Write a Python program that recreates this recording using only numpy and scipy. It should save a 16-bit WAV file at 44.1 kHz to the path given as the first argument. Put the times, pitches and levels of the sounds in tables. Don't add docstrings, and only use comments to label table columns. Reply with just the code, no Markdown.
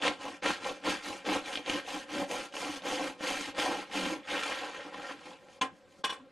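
import sys
import numpy as np
from scipy import signal
from scipy.fft import rfft, irfft, next_fast_len
from scipy.io import wavfile
from scipy.ndimage import uniform_filter1d, minimum_filter1d

SR = 44100
rng = np.random.default_rng(int(sys.argv[2]) if len(sys.argv) > 2 else 0)


def how_loud(loudness_db):
    steps = np.asarray(loudness_db, float) / 20
    return 10 ** steps


def wav_out(sig):
    wavfile.write(sys.argv[1], SR, np.round(np.clip(np.atleast_2d(sig).T, -1, 1) * 32767).astype(np.int16))


N = 278271

# [f/Hz, level/dB per Hz]
HUM = [(15, -75), (25, -32), (100, -11), (149, -1), (253, -13.5), (320, -12), (388, -5.5), (490, -10.5),
       (546, -0.5), (610, -13.5), (1010, -18.5), (6520, -37.5), (14500, -43)]
HUM_DB = -59.5
# [f/Hz, time to fall 60 dB/s]
KITCHEN_T60 = [(200, 0.15), (1000, 0.2), (4000, 0.17), (12000, 0.04)]

# [t/s, f/Hz, level/dB]
CRUST_GROAN = [
    (3.935, 293, -62),
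    (3.955, 293, -33),
    (4.01, 272, -42.5),
    (4.045, 272, -51),
    (4.07, 264, -31.5),
    (4.09, 272, -60),
    (4.125, 326, -33.5),
    (4.19, 307, -78),
]
# [t/s, f/Hz, level/dB]
BOARD_HUM = [
    (3.935, 202, -62),
    (3.954, 204.6, -44),
    (4.02, 184.7, -42),
    (4.11, 184, -46),
    (4.15, 189, -64),
]
# [t/s, f/Hz, level/dB]
TABLE_SETTLE = [
    (6.19, 270, -67),
    (6.21, 263, -48),
    (6.235, 258, -47),
    (6.285, 256, -73),
]
# [t/s, f/Hz, level/dB]
LOAF_SONGS = [
    [(0.03, 585, -46), (0.05, 516, -33), (0.058, 495, -45), (0.068, 486, -28), (0.08, 482, -46),
     (0.1, 502, -46)],
    [(1.72, 447, -53), (1.748, 528, -41), (1.766, 510, -48), (1.774, 554, -46), (1.786, 550, -41),
     (1.82, 590, -61)],
    [(2.1, 560, -54), (2.122, 524, -53), (2.134, 567.6, -45), (2.238, 563, -37.5), (2.258, 564, -43),
     (2.28, 514, -56)],
    [(2.85, 551, -50), (2.884, 557, -37), (2.9, 509.5, -42), (3.014, 528, -40), (3.074, 523, -44),
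     (3.1, 545, -53)],
]
# [t/s, f/Hz, level/dB]
CRUMB_SQUEAK = [
    (3.57, 798, -48),
    (3.588, 847, -34),
    (3.656, 779.2, -42),
    (3.7, 752, -42),
    (3.726, 870, -41),
    (3.78, 752.4, -53),
]

# [t/s, peak level/dB, rattle length/s, tilt/dB per octave, free ringing/s]
FIRST_KNOCK = [
    (5.6132, -7, 0.013, 1, 0.048),
    (5.644, -21, 0.0091, -2, 0.035),
]
SECOND_KNOCK = [
    (6.037, -32, 0.0056, -5, .1),
    (6.0415, -15, 0.0096, 1, .028),
    (6.095, -24, 0.012, 1, 0.018),
    (6.125, -25.5, 0.0058, -3, 0.0091),
    (6.176, -48, 0.0086, -2, .1),
]
# [t/s, peak level/dB, rattle length/s, tilt/dB
# per octave, free ringing/s]
MORE_BLOWS = [
    (5.6103, -42, .003, 1, .01),
    (5.624, -20, 0.0053, -8, 0.046),
    (6.1015, -36.5, .002, 7.5, 0.0084),
    (6.109, -38, .004, 8, 0.017),
    (6.142, -36, 0.012, -2, 0.045),
    (5.663, -40, .006, -0.5, 0.033),
    (6.072, -28, .012, 2.5, 0.033),
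    (6.161, -38, 0.011, -1, 0.018),
    (6.198, -44, .01, -4, .04),
]
# [f/Hz, level/dB, time to fall 60 dB/s]
TABLE_MODES = [(272, -7, 0.31), (773, -7, 0.17), (870, -12, 0.091), (1040, -16, 0.19), (1039, -3, 0.18),
               (1500, -11, 0.1), (1686, -10, 0.14), (2130, -22, 0.08), (2410, -10, 0.07), (2580, -9, 0.059),
               (2960, -7, 0.046), (3260, -6, 0.04), (3980, -22, 0.065), (6436, -8, 0.032)]
HANDLE_MODES = [(1066, 4, 0.27), (1130, 2.5, 0.16), (1530, 2, 0.055), (1593, -2, 0.047), (1880, -12, 0.5),
                (2370, -12, 0.12), (2550, -4.5, 0.24), (2950, 1.5, 0.062), (3255, -1, 0.03),
                (3840, -17, 0.055), (3430, 2, 0.045), (4265, -20, 0.14), (5620, -10, 0.068),
                (455, -3, 0.095)]
# [f/Hz, time to fall 60 dB/s]
CLACK = [(60, -48), (150, -44), (270, -2), (635, -6.5), (1060, -11.5), (1700, -8), (3500, -8.5),
         (6500, -20.5), (10000, -14.5), (13000, -28), (14500, -74)]
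CLACK_T60 = [(200, 0.11), (1000, 0.25), (2000, 0.14), (3500, 0.057), (7000, 0.13), (12000, 0.07)]
CHOKE_DB_PER_S, CHOKE_DB = 1200, 8
KNOCK_ROOM_DB = -5

# [t/s, peak level/dB, f/Hz, low thump level/dB]
CRACKS = [(0.022, -14, 3300, -6), (0.079, -5, 2580, -22), (0.0833, -21, 2600, -13), (0.4222, -27, 1880, 0),
          (0.4245, -20, 1880, 7), (0.4385, -26, 2930, -7), (0.4592, -4.5, 1450, -15),
          (0.5049, -7.5, 1500, -14), (0.645, -17, 3040, 1), (.838, -22, 1830, -5), (0.8618, -13, 1100, -7),
          (0.852, -22, 1880, -11), (0.9014, -14, 2940, -3), (1.062, -29, 2920, -13),
          (1.252, -21.5, 1840, -9), (1.2652, -19, 1270, -12), (1.289, -12, 2100, -12),
          (1.5285, -20, 3270, -10), (1.555, -11, 2860, -19), (1.573, -12, 3030, 2),
          (1.6612, -17.5, 3060, -6), (1.6945, -15, 3080, 0), (1.6971, -8, 2370, 5.5),
          (1.725, -28, 3200, -12), (1.864, -25, 2940, -5), (1.8828, -25, 2650, 3),
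          (2.0911, -27.5, 1520, -5), (2.15, -20, 2370, -1), (2.18, -19, 1880, -11), (2.303, -22, 2400, -11),
          (2.525, -28, 2920, -12), (2.539, -21.5, 1350, -17), (2.5661, -17.5, 2680, -27),
          (2.82, -28, 3410, 7), (2.864, -25, 2950, -9), (3.046, -30, 2050, -17), (3.195, -32, 2630, -2),
          (3.2076, -21, 1400, 11), (3.237, -17.5, 2620, 5), (3.372, -14.5, 1860, -15),
          (3.548, -23, 2140, -10), (3.573, -21, 1870, -6), (3.9152, -21, 1530, -10), (3.951, -25, 2100, -8),
          (4.0618, -23, 2630, 16), (4.312, -31, 2670, -16), (4.4886, -29, 2450, -11),
          (4.522, -13, 1880, -12), (5.3318, -33, 3200, -6), (5.028, -29, 1800, -8),
          (5.4855, -32, 1880, 9.5)]
SPLINTER_S = .0026
# [f/Hz, level/dB]
SOFT_EDGE = [(5000, 0), (9000, -5), (13000, -18)]
# [f/Hz, level/dB]
LOW_CUT = [(20, -19), (120, -11), (190, -6), (15000, -4.5)]

# [hardest bite t/s, bite level/dB, sag until the lift/dB, weight on the loaf/dB, crumb fizz level/dB]
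STROKES = [(0.066, -30.5, 11.5, 4.5, -10), (.25, -47, 10, 2, -8), (0.482, -33, 15, -4, -9),
           (0.679, -40.5, 8.5, 2.5, -7), (.9, -33.5, 0.5, 2.5, -8.5), (1.078, -41.5, 11, -6.5, -7),
           (1.33, -35.5, -1, 1.5, -9.5), (1.56, -43, 16, -2, -7), (1.7, -35.5, 9, -0.5, -10),
           (1.92, -42.5, 4.5, -1, -7), (2.15, -41.5, -1, 2, -8), (2.33, -39.5, 13, 2.5, -5.5),
           (2.6, -42, 6.5, 3, -4.5), (2.88, -37.5, 6.5, 3, -8), (3.29, -36, 12, -0.5, -7),
           (3.61, -33.5, 16, -5, -9), (3.967, -35.5, 8.5, -3, -8.5), (4.48, -37, 26, -9, -11.5),
           (5.11, -46.5, 9, -7, -11), (5.27, -53, 6, 3.5, -8), (5.5, -62, 4, 3, -6.5),
           (5.63, -74, 23, 10, -3), (6.15, -79, -9, 0, -20)]
# [t/s, level/dB, slowing before/s, time until the teeth grip/s]
TURNS = [(0.0, -42, .04, 0.031), (0.181, -44.5, 0.087, 0.032), (0.407, -57, 0.039, 0.03),
         (0.598, -39.5, 0.037, 0.061), (0.819, -46.5, 0.11, 0.042), (1.013, -38.5, 0.1, 0.036),
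         (1.237, -43.5, 0.061, 0.03), (1.428, -38, 0.071, 0.045), (1.64, -41, 0.033, 0.038),
         (1.832, -42, 0.042, 0.062), (2.071, -47, 0.058, 0.039), (2.276, -41.5, 0.058, 0.038),
         (2.509, -52.5, 0.053, 0.04), (2.812, -44.5, 0.04, 0.049), (3.175, -51.5, 0.096, 0.051),
         (3.532, -47, 0.042, 0.059), (3.881, -44, 0.069, 0.06), (4.221, -48.5, 0.088, 0.088),
         (4.902, -45, 0.013, 0.035), (5.178, -46, 0.037, 0.091), (5.385, -53.5, 0.05, 0.097),
         (5.6, -61, .03, 0.014), (5.9, -81, .05, 0.083), (6.31, -97, 0.058, .05)]
GRIND_DB = [0, 0, 0, 0, 0, 0, -1, 0, 0, 0, 0, 0, 0, 0, 0, 0, 0, 1, 0, 0, 0, 0, 0]
# [push level/dB, pull level/dB]
GRIP_DB = (-2.5, 1.5)
# [push level/dB, pull level/dB]
SNAP_DB = (-1, -1)
SNAP_S = 0.0029
# [level/dB, extra at a stall/dB, extra at the grip/dB, share of the sag, lag of the bite/s]
FOLLOW = [
    (-3, -14, -1, 0.62, 0.0053),
    (-7.5, -12.5, -1.5, 0.52, 0.0355),
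    (-3, -14.5, 1, 0.74, -0.0076),
    (2.5, -16.5, -1.5, 0.71, 0.0023),
    (-6, -13.5, -2.5, 0.66, -0.036),
]
# [snaps/per s, spread of size/dB, flicker/dB]
TEARING = [
    (3900, -1, -1.23),
    (892, 0, 0.5),
    (1830, 2, 1.5),
    (7110, -4, -0.14),
    (2920, 1, -0.5),
]
# [f/Hz, level/dB per Hz]
CRACKLE = [(40, -28), (1700, -11.5), (2200, -2.5), (2600, -4), (3300, -4.5), (3800, -11), (4500, -14.5),
           (5500, -20), (7000, -39)]
THRUM = [(20, -61), (120, -4), (165, -12.5), (187, -1), (215, -13.5), (280, 3.5), (330, 0), (400, 1),
         (480, -41.5)]
SCRAPE = [(40, -26.5), (300, -23), (420, 1.5), (530, 3.5), (700, 0.5), (900, 3.5), (1150, -4.5),
          (1450, -56)]
FIZZ = [(3700, -7), (4600, -2.5), (5500, -6.5), (6500, -2.5), (7700, -9.5), (9300, -7), (10200, -5.5),
        (11500, -12.5), (13500, -21), (14600, -72)]
GRIND = [(40, -29), (950, -10.5), (1250, 9), (1900, 8.5), (2400, -31.5)]
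# [t/s, length/s, scrape
# level/dB, thrum level/dB]
PRESSES = [(.067, .006, -34, -40), (.125, .008, -45, -48), (.577, 0.005, -55, -53), (.868, 0.016, -35, -50),
           (.928, .008, -46, -40), (1.149, .008, -50, -49), (1.288, 0.0075, -40, -38),
           (1.595, 0.0068, -41.5, -42), (2.696, 0.0078, -54, -42), (3.007, .012, -35, -50),
           (3.832, .008, -48, -51), (3.905, .008, -49, -50), (5.194, 0.0065, -56, -52),
           (0.267, 0.021, -40, -40), (0.335, 0.014, -62, -52), (0.464, 0.02, -34, -36),
           (0.502, 0.0057, -32.5, -27.5), (0.686, 0.03, -38.5, -64), (0.895, 0.02, -56, -33),
           (1.101, 0.037, -43, -45), (1.296, 0.016, -43, -51), (1.317, 0.022, -50, -31.5),
           (1.757, 0.021, -39.5, -36.5), (1.954, 0.024, -38, -42.5), (2.156, 0.026, -45, -36.5),
           (2.213, 0.017, -37.5, -34.5), (2.347, 0.012, -42, -43.5), (2.644, 0.028, -42, -42),
           (3.017, 0.086, -48, -47.5), (3.678, 0.069, -34, -41), (3.748, 0.045, -45, -38.5),
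           (4.082, 0.068, -42.5, -43), (4.345, 0.035, -37.5, -42.5), (4.494, 0.024, -35, -66),
           (4.397, 0.07, -48, -69), (4.605, 0.088, -42, -50.5), (4.763, 0.018, -49, -55),
           (4.803, 0.013, -44, -68), (4.869, 0.019, -46.5, -48.5), (4.944, 0.018, -46, -52),
           (4.994, 0.021, -45, -48), (5.045, 0.012, -44, -65), (5.054, 0.014, -44, -51),
           (5.105, 0.011, -38.5, -51), (5.14, 0.016, -55, -57), (5.477, 0.0071, -64, -64)]
PRESS_GRIND_DB = -20.5
OUT_S, OUT_GRIND_DB = 4.7, 14.5
THROUGH_S, THROUGH_DB = 4.22, 0.5
# [t/s, length/s, crackle
# level/dB, fizz level/dB]
BRUSHES = [
    (4.78, 0.063, -56, -64),
    (4.88, .012, -54, -63),
    (4.943, 0.0071, -46, -58),
    (5.065, 0.016, -53, -60),
    (5.117, 0.012, -51, -57),
    (5.335, 0.0098, -64, -75),
    (5.54, 0.021, -72, -66.5),
    (5.767, 0.023, -82, -71),
    (5.94, 0.045, -71.5, -69),
    (5.99, 0.014, -75, -68),
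]
RASP_DB = .9
# [f/Hz, level/dB]
TOP_CRUST = [(8500, 0), (11000, -2), (14000, -2)]
TOP_CRUST_S = 1.1

# [f/Hz, level/dB]
NEAR = [(100, 1.5), (3000, 6.5), (8700, 4), (9300, -7.5), (9800, -38)]
# [f/Hz, level/dB]
WIDTH = [(25, -25), (80, -25), (140, -16.5), (300, -17.5), (600, -14.5), (1500, -7.5), (3000, -8),
         (6000, -7), (9000, -6.5), (12000, -4), (14000, -12)]
# [f/Hz, level/dB]
BOUNCE = [(100, 12), (880, 1.5), (2650, -3), (6000, -6), (12000, -11)]
FAR_LAG, TABLE_LAG = 166.4, 25
# [f/Hz, level/dB]
TREBLE_BAR = [(8000, -40), (9000, -14), (9450, -4), (9900, -14), (11300, -9), (11800, 0), (12300, 3.5),
              (12750, -4), (13300, -1), (13800, 5), (14300, 14)]
DIP_SHARE = .8


def evened(x):
    return x / np.sqrt(np.mean(x ** 2) + 1e-20)


def read(points, hz):
    f, value = np.transpose(points)
    return np.interp(np.log(hz + 1), np.log(f + 1), value)


def add(mix, s, sound):
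    part = mix[round(s * SR):][:len(sound)]
    part += sound[:len(part)]


def colour(x, points):
    log_gain = np.log(how_loud(read(points, abs(np.fft.fftfreq(8192, 1 / SR)))))
    response = np.exp(np.conj(signal.hilbert(log_gain)))
    taps = np.fft.ifft(response).real[:4096]
    return signal.oaconvolve(x, taps)[:len(x)]


def late(x, count, points):
    size = next_fast_len(len(x) + 2048)
    hz = np.fft.rfftfreq(size, 1 / SR)
    delay = np.exp(-2j * np.pi * hz * count / SR)
    return irfft(rfft(x, size) * how_loud(read(points, hz)) * delay, size)[:len(x)]


def patchy(x, patch_db):
    z = signal.stft(x, nperseg=512)[2]
    blotches = uniform_filter1d(rng.standard_normal(z.shape), size=7, axis=0)
    blotches = evened(uniform_filter1d(blotches, size=5, axis=1))
    gain = how_loud(patch_db * blotches - 0.2 * patch_db ** 2)
    return signal.istft(z * gain, nperseg=512)[1][:N]


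def air():
    hum = evened(colour(rng.standard_normal(N), HUM))
    return how_loud(HUM_DB - 1) * patchy(hum, patch_db=2.5)


def kitchen_echo():
    taps = np.zeros(SR // 2)
    at = np.arange(200, SR // 2 - 20, 20)
    at = at + rng.integers(0, 20, len(at))
    taps[at] = rng.choice([-1., 1.], len(at))
    hz, t, z = signal.stft(taps, SR, nperseg=256)
    decay = how_loud(-60 * t / read(KITCHEN_T60, hz)[:, None])
    out = signal.istft(z * decay, SR, nperseg=256)[1]
    return out / np.linalg.norm(out)


def groan(curve, trim_db):
    s, hz, level_db = np.transpose(curve)
    t = np.arange(s[0], s[-1], 1 / SR)
    a, b = rng.standard_normal((2, len(t)))
    wobble = 1 + 8 * uniform_filter1d(a + 1j * b, size=900)
    phase = 2 * np.pi * np.cumsum(np.interp(t, s, hz)) / SR
    tone = (wobble * np.exp(1j * phase)).real
    level = how_loud(np.interp(t, s, level_db) + trim_db)
    out = np.zeros(N)
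    add(out, s[0], level * evened(tone) * signal.windows.tukey(len(t), .1))
    return out


def clack(rattle, dull_db):
    size = SR // 3
    noise = evened(colour(rng.standard_normal(size), CLACK))
    hz, since, z = signal.stft(noise, SR, nperseg=256)
    fade_db = 60 * np.maximum(since - rattle / 2, 0) / read(CLACK_T60, hz)[:, None]
    z = z * how_loud(dull_db * hz[:, None] / 10000 - fade_db)
    rise = np.minimum(np.arange(size) / SR / .004, 1)
    return signal.istft(z, SR, nperseg=256)[1][:size] * rise


def knock(blows, modes, ring_db, clack_db, first, dull_db):
    t, out = np.arange(SR // 3) / SR, np.zeros(N)
    pitch, db, decay = np.transpose(modes)[:, :, None]
    swing = np.exp(2j * np.pi * pitch * t)
    rings = how_loud(db - 60 * t / decay) * swing.imag
    for s, peak_db, rattle, tilt_db, free in blows:
        force = rng.standard_normal(len(t)) * np.exp(-(t / rattle) ** 2)
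        contacts = force * (rng.random(len(t)) < .03)
        contacts[0] = first
        contacts = contacts / np.linalg.norm(contacts)
        share = 1 / np.clip(abs(swing @ contacts), .4, 3)
        tilt = how_loud(tilt_db * np.log2(pitch[:, 0] / 1000))
        rung = signal.oaconvolve(contacts, (share * tilt) @ rings)[:len(t)]
        rung = rung * how_loud(-np.clip(CHOKE_DB_PER_S * (t - free), 0, CHOKE_DB))
        add(out, s, how_loud(peak_db) * (how_loud(ring_db) * rung + how_loud(clack_db) * clack(rattle, dull_db)))
    return out


def cracks():
    out, t = np.zeros(N), np.arange(900) / SR
    for s, peak_db, hz, thump_db in CRACKS:
        chance = rng.random(len(t))
        splinters = (chance < .02) * np.cos(chance * 3000) * np.exp(-t / SPLINTER_S)
        splinters[0] = 1
        snap = np.sin(2 * np.pi * hz * t + .6) * how_loud(-60 * t / .0025)
        thump = np.sin(2 * np.pi * 620 * t) * how_loud(-60 * t / .012 + thump_db - 10)
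        add(out, s + 0.000786, how_loud(peak_db - 3.5) * np.convolve(splinters, snap + thump))
    return colour(out, SOFT_EDGE)


def strokes(colour_db, swells, level_db, stall_db, grip_db, sag_share, lag_s):
    turn, still_db, slow, grip = np.transpose(TURNS)
    bite, bite_db, sag_db = np.transpose(STROKES)[:3]
    way = np.arange(len(STROKES)) % 2
    gripped = (turn + grip)[:-1]
    top_db = bite_db + colour_db + level_db
    low_db = still_db[:-1] + colour_db + level_db + stall_db
    held_db = top_db + np.take(GRIP_DB, way) + grip_db
    before_db = np.maximum(held_db + np.take(SNAP_DB, way), low_db)
    s = [turn[:-1], gripped - SNAP_S, gripped, bite + lag_s, (turn - slow)[1:]]
    db = [low_db, before_db, held_db, top_db, top_db - sag_share * sag_db]
    s = np.maximum.accumulate(np.append(np.transpose(s), turn[-1]))
    db = np.append(np.transpose(db), still_db[-1])
    t = np.arange(N) / SR
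    power = how_loud(2 * np.interp(t, s, db))
    around = t[:SR * 2 // 5] - .2
    for at, length, swell_db in swells:
        add(power, at - .2, how_loud(2 * swell_db) * np.exp(-(around / length) ** 2))
    return np.sqrt(power)


def sawing():
    bite_s, _, _, weight_db, fizz_db = np.transpose(STROKES)
    thrum_db = weight_db + THROUGH_DB * (bite_s > THROUGH_S)
    press_s, press_length, press_scrape, press_thrum = np.transpose(PRESSES)
    brush_s, brush_length, brush_crackle, brush_fizz = np.transpose(BRUSHES)
    press_grind = press_scrape + PRESS_GRIND_DB + OUT_GRIND_DB * (press_s > OUT_S)
    drives = [(0, np.transpose([brush_s, brush_length, brush_crackle])),
              (thrum_db, np.transpose([press_s, press_length, press_thrum])),
              (weight_db, np.transpose([press_s, press_length, press_scrape])),
              (fizz_db, np.transpose([brush_s, brush_length, brush_fizz])),
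              (np.array(GRIND_DB), np.transpose([press_s, press_length, press_grind]))]
    shapes = CRACKLE, THRUM, SCRAPE, FIZZ, GRIND
    out = np.zeros(N)
    clumps = evened(uniform_filter1d(uniform_filter1d(rng.standard_normal(N), 300), 200))
    ticks = (rng.random(N) < 350 / SR) * rng.standard_normal(N)
    for drive, law, shape, (per_s, spread_db, flicker_db) in zip(drives, FOLLOW, shapes, TEARING):
        torn = rng.random(N) < per_s / SR
        size = np.minimum(rng.exponential(1, N), 4)
        snaps = torn * rng.standard_normal(N) * how_loud(spread_db * size + flicker_db * clumps)
        snaps = evened(snaps) + .38 * evened(ticks)
        out += how_loud(-2.5) * strokes(*drive, *law) * evened(colour(snaps, shape))
    top = np.clip(2 - 2 * np.arange(N) / SR / TOP_CRUST_S, 0, 1)
    out = (1 - top) * out + top * late(out, count=0, points=TOP_CRUST)
    rasp = evened(uniform_filter1d(uniform_filter1d(rng.standard_normal(N), size=160), size=120))
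    return patchy(out * how_loud(RASP_DB * rasp - .12 * RASP_DB ** 2), patch_db=1.7)


def scene():
    snaps = colour(cracks(), LOW_CUT)
    sharp = knock(FIRST_KNOCK, TABLE_MODES, ring_db=-16.5, clack_db=-20.0, first=4.4, dull_db=-6.5)
    sharp += knock(SECOND_KNOCK, HANDLE_MODES, ring_db=-16.5, clack_db=-14.5, first=1.8, dull_db=1.0)
    dry = sawing() + snaps + air()
    dry += groan(CRUST_GROAN, trim_db=-4) + groan(BOARD_HUM, trim_db=-3) + groan(TABLE_SETTLE, trim_db=-7)
    room = kitchen_echo()
    sharp += knock(MORE_BLOWS, HANDLE_MODES, ring_db=-17.5, clack_db=-22.0, first=2.0, dull_db=-6.0)
    sharp = colour(sharp, LOW_CUT)
    for song in [*LOAF_SONGS, CRUMB_SQUEAK]:
        dry += groan(song, trim_db=-6.5)
    echoes = signal.oaconvolve(dry + how_loud(KNOCK_ROOM_DB) * sharp, room)[:N]
    heard = how_loud(-3.5) * (dry + sharp + how_loud(-13.0) * echoes)
    far = late(heard, count=FAR_LAG, points=[(20, 0), (20000, 0.01)])
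    z = signal.stft(far, nperseg=512, noverlap=256)[2]
    z = z * np.exp(2j * np.pi * rng.random(z.shape))
    scattered = signal.istft(z, nperseg=512, noverlap=256)[1][:N]
    scattered = how_loud(-1) * (scattered + how_loud(-6) * signal.oaconvolve(scattered, kitchen_echo())[:N])
    bounced = late(scattered, count=TABLE_LAG, points=BOUNCE)
    side = late(scattered + bounced, count=0, points=WIDTH)
    return late(heard, count=0, points=NEAR) + far + np.array([side, -side])


def thinned(x):
    hz, _, z = signal.stft(x, SR, nperseg=1024, noverlap=768)
    power = uniform_filter1d((abs(z) ** 2).mean(0), size=9, axis=0)
    patch_db = 10 * np.log10(uniform_filter1d(power, size=5, axis=1) + 1e-16)
    luck = uniform_filter1d(rng.standard_normal(patch_db.shape), size=9, axis=0)
    luck_db = 3 * evened(uniform_filter1d(luck, size=5, axis=1))
    loud_db = patch_db[20:120].mean(0)
    usual_db = np.median(patch_db, 1) + read(TREBLE_BAR, hz)
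    bar_db = usual_db[:, None] + .8 * (loud_db - np.median(loud_db))
    kept = 1 / (1 + how_loud(8 * np.clip(bar_db - patch_db + luck_db, -10, 10)))
    return signal.istft(z * kept, SR, nperseg=1024, noverlap=768)[1][:, :N]


def roll_off(x):
    return signal.sosfilt(signal.butter(12, 14840, fs=SR, output="sos"), x)


def record(dry):
    power_db = 10 * np.log10(abs(uniform_filter1d((dry ** 2).mean(0), 220)) + 1e-12)
    ahead_db = -minimum_filter1d(-power_db, size=600, origin=-299)
    dip_db = np.clip(ahead_db - power_db - 15, 0, 14)
    limited = dry / how_loud(DIP_SHARE * uniform_filter1d(dip_db, 60))
    return roll_off(thinned(limited))


dry = scene()
out = record(dry)
wav_out(out)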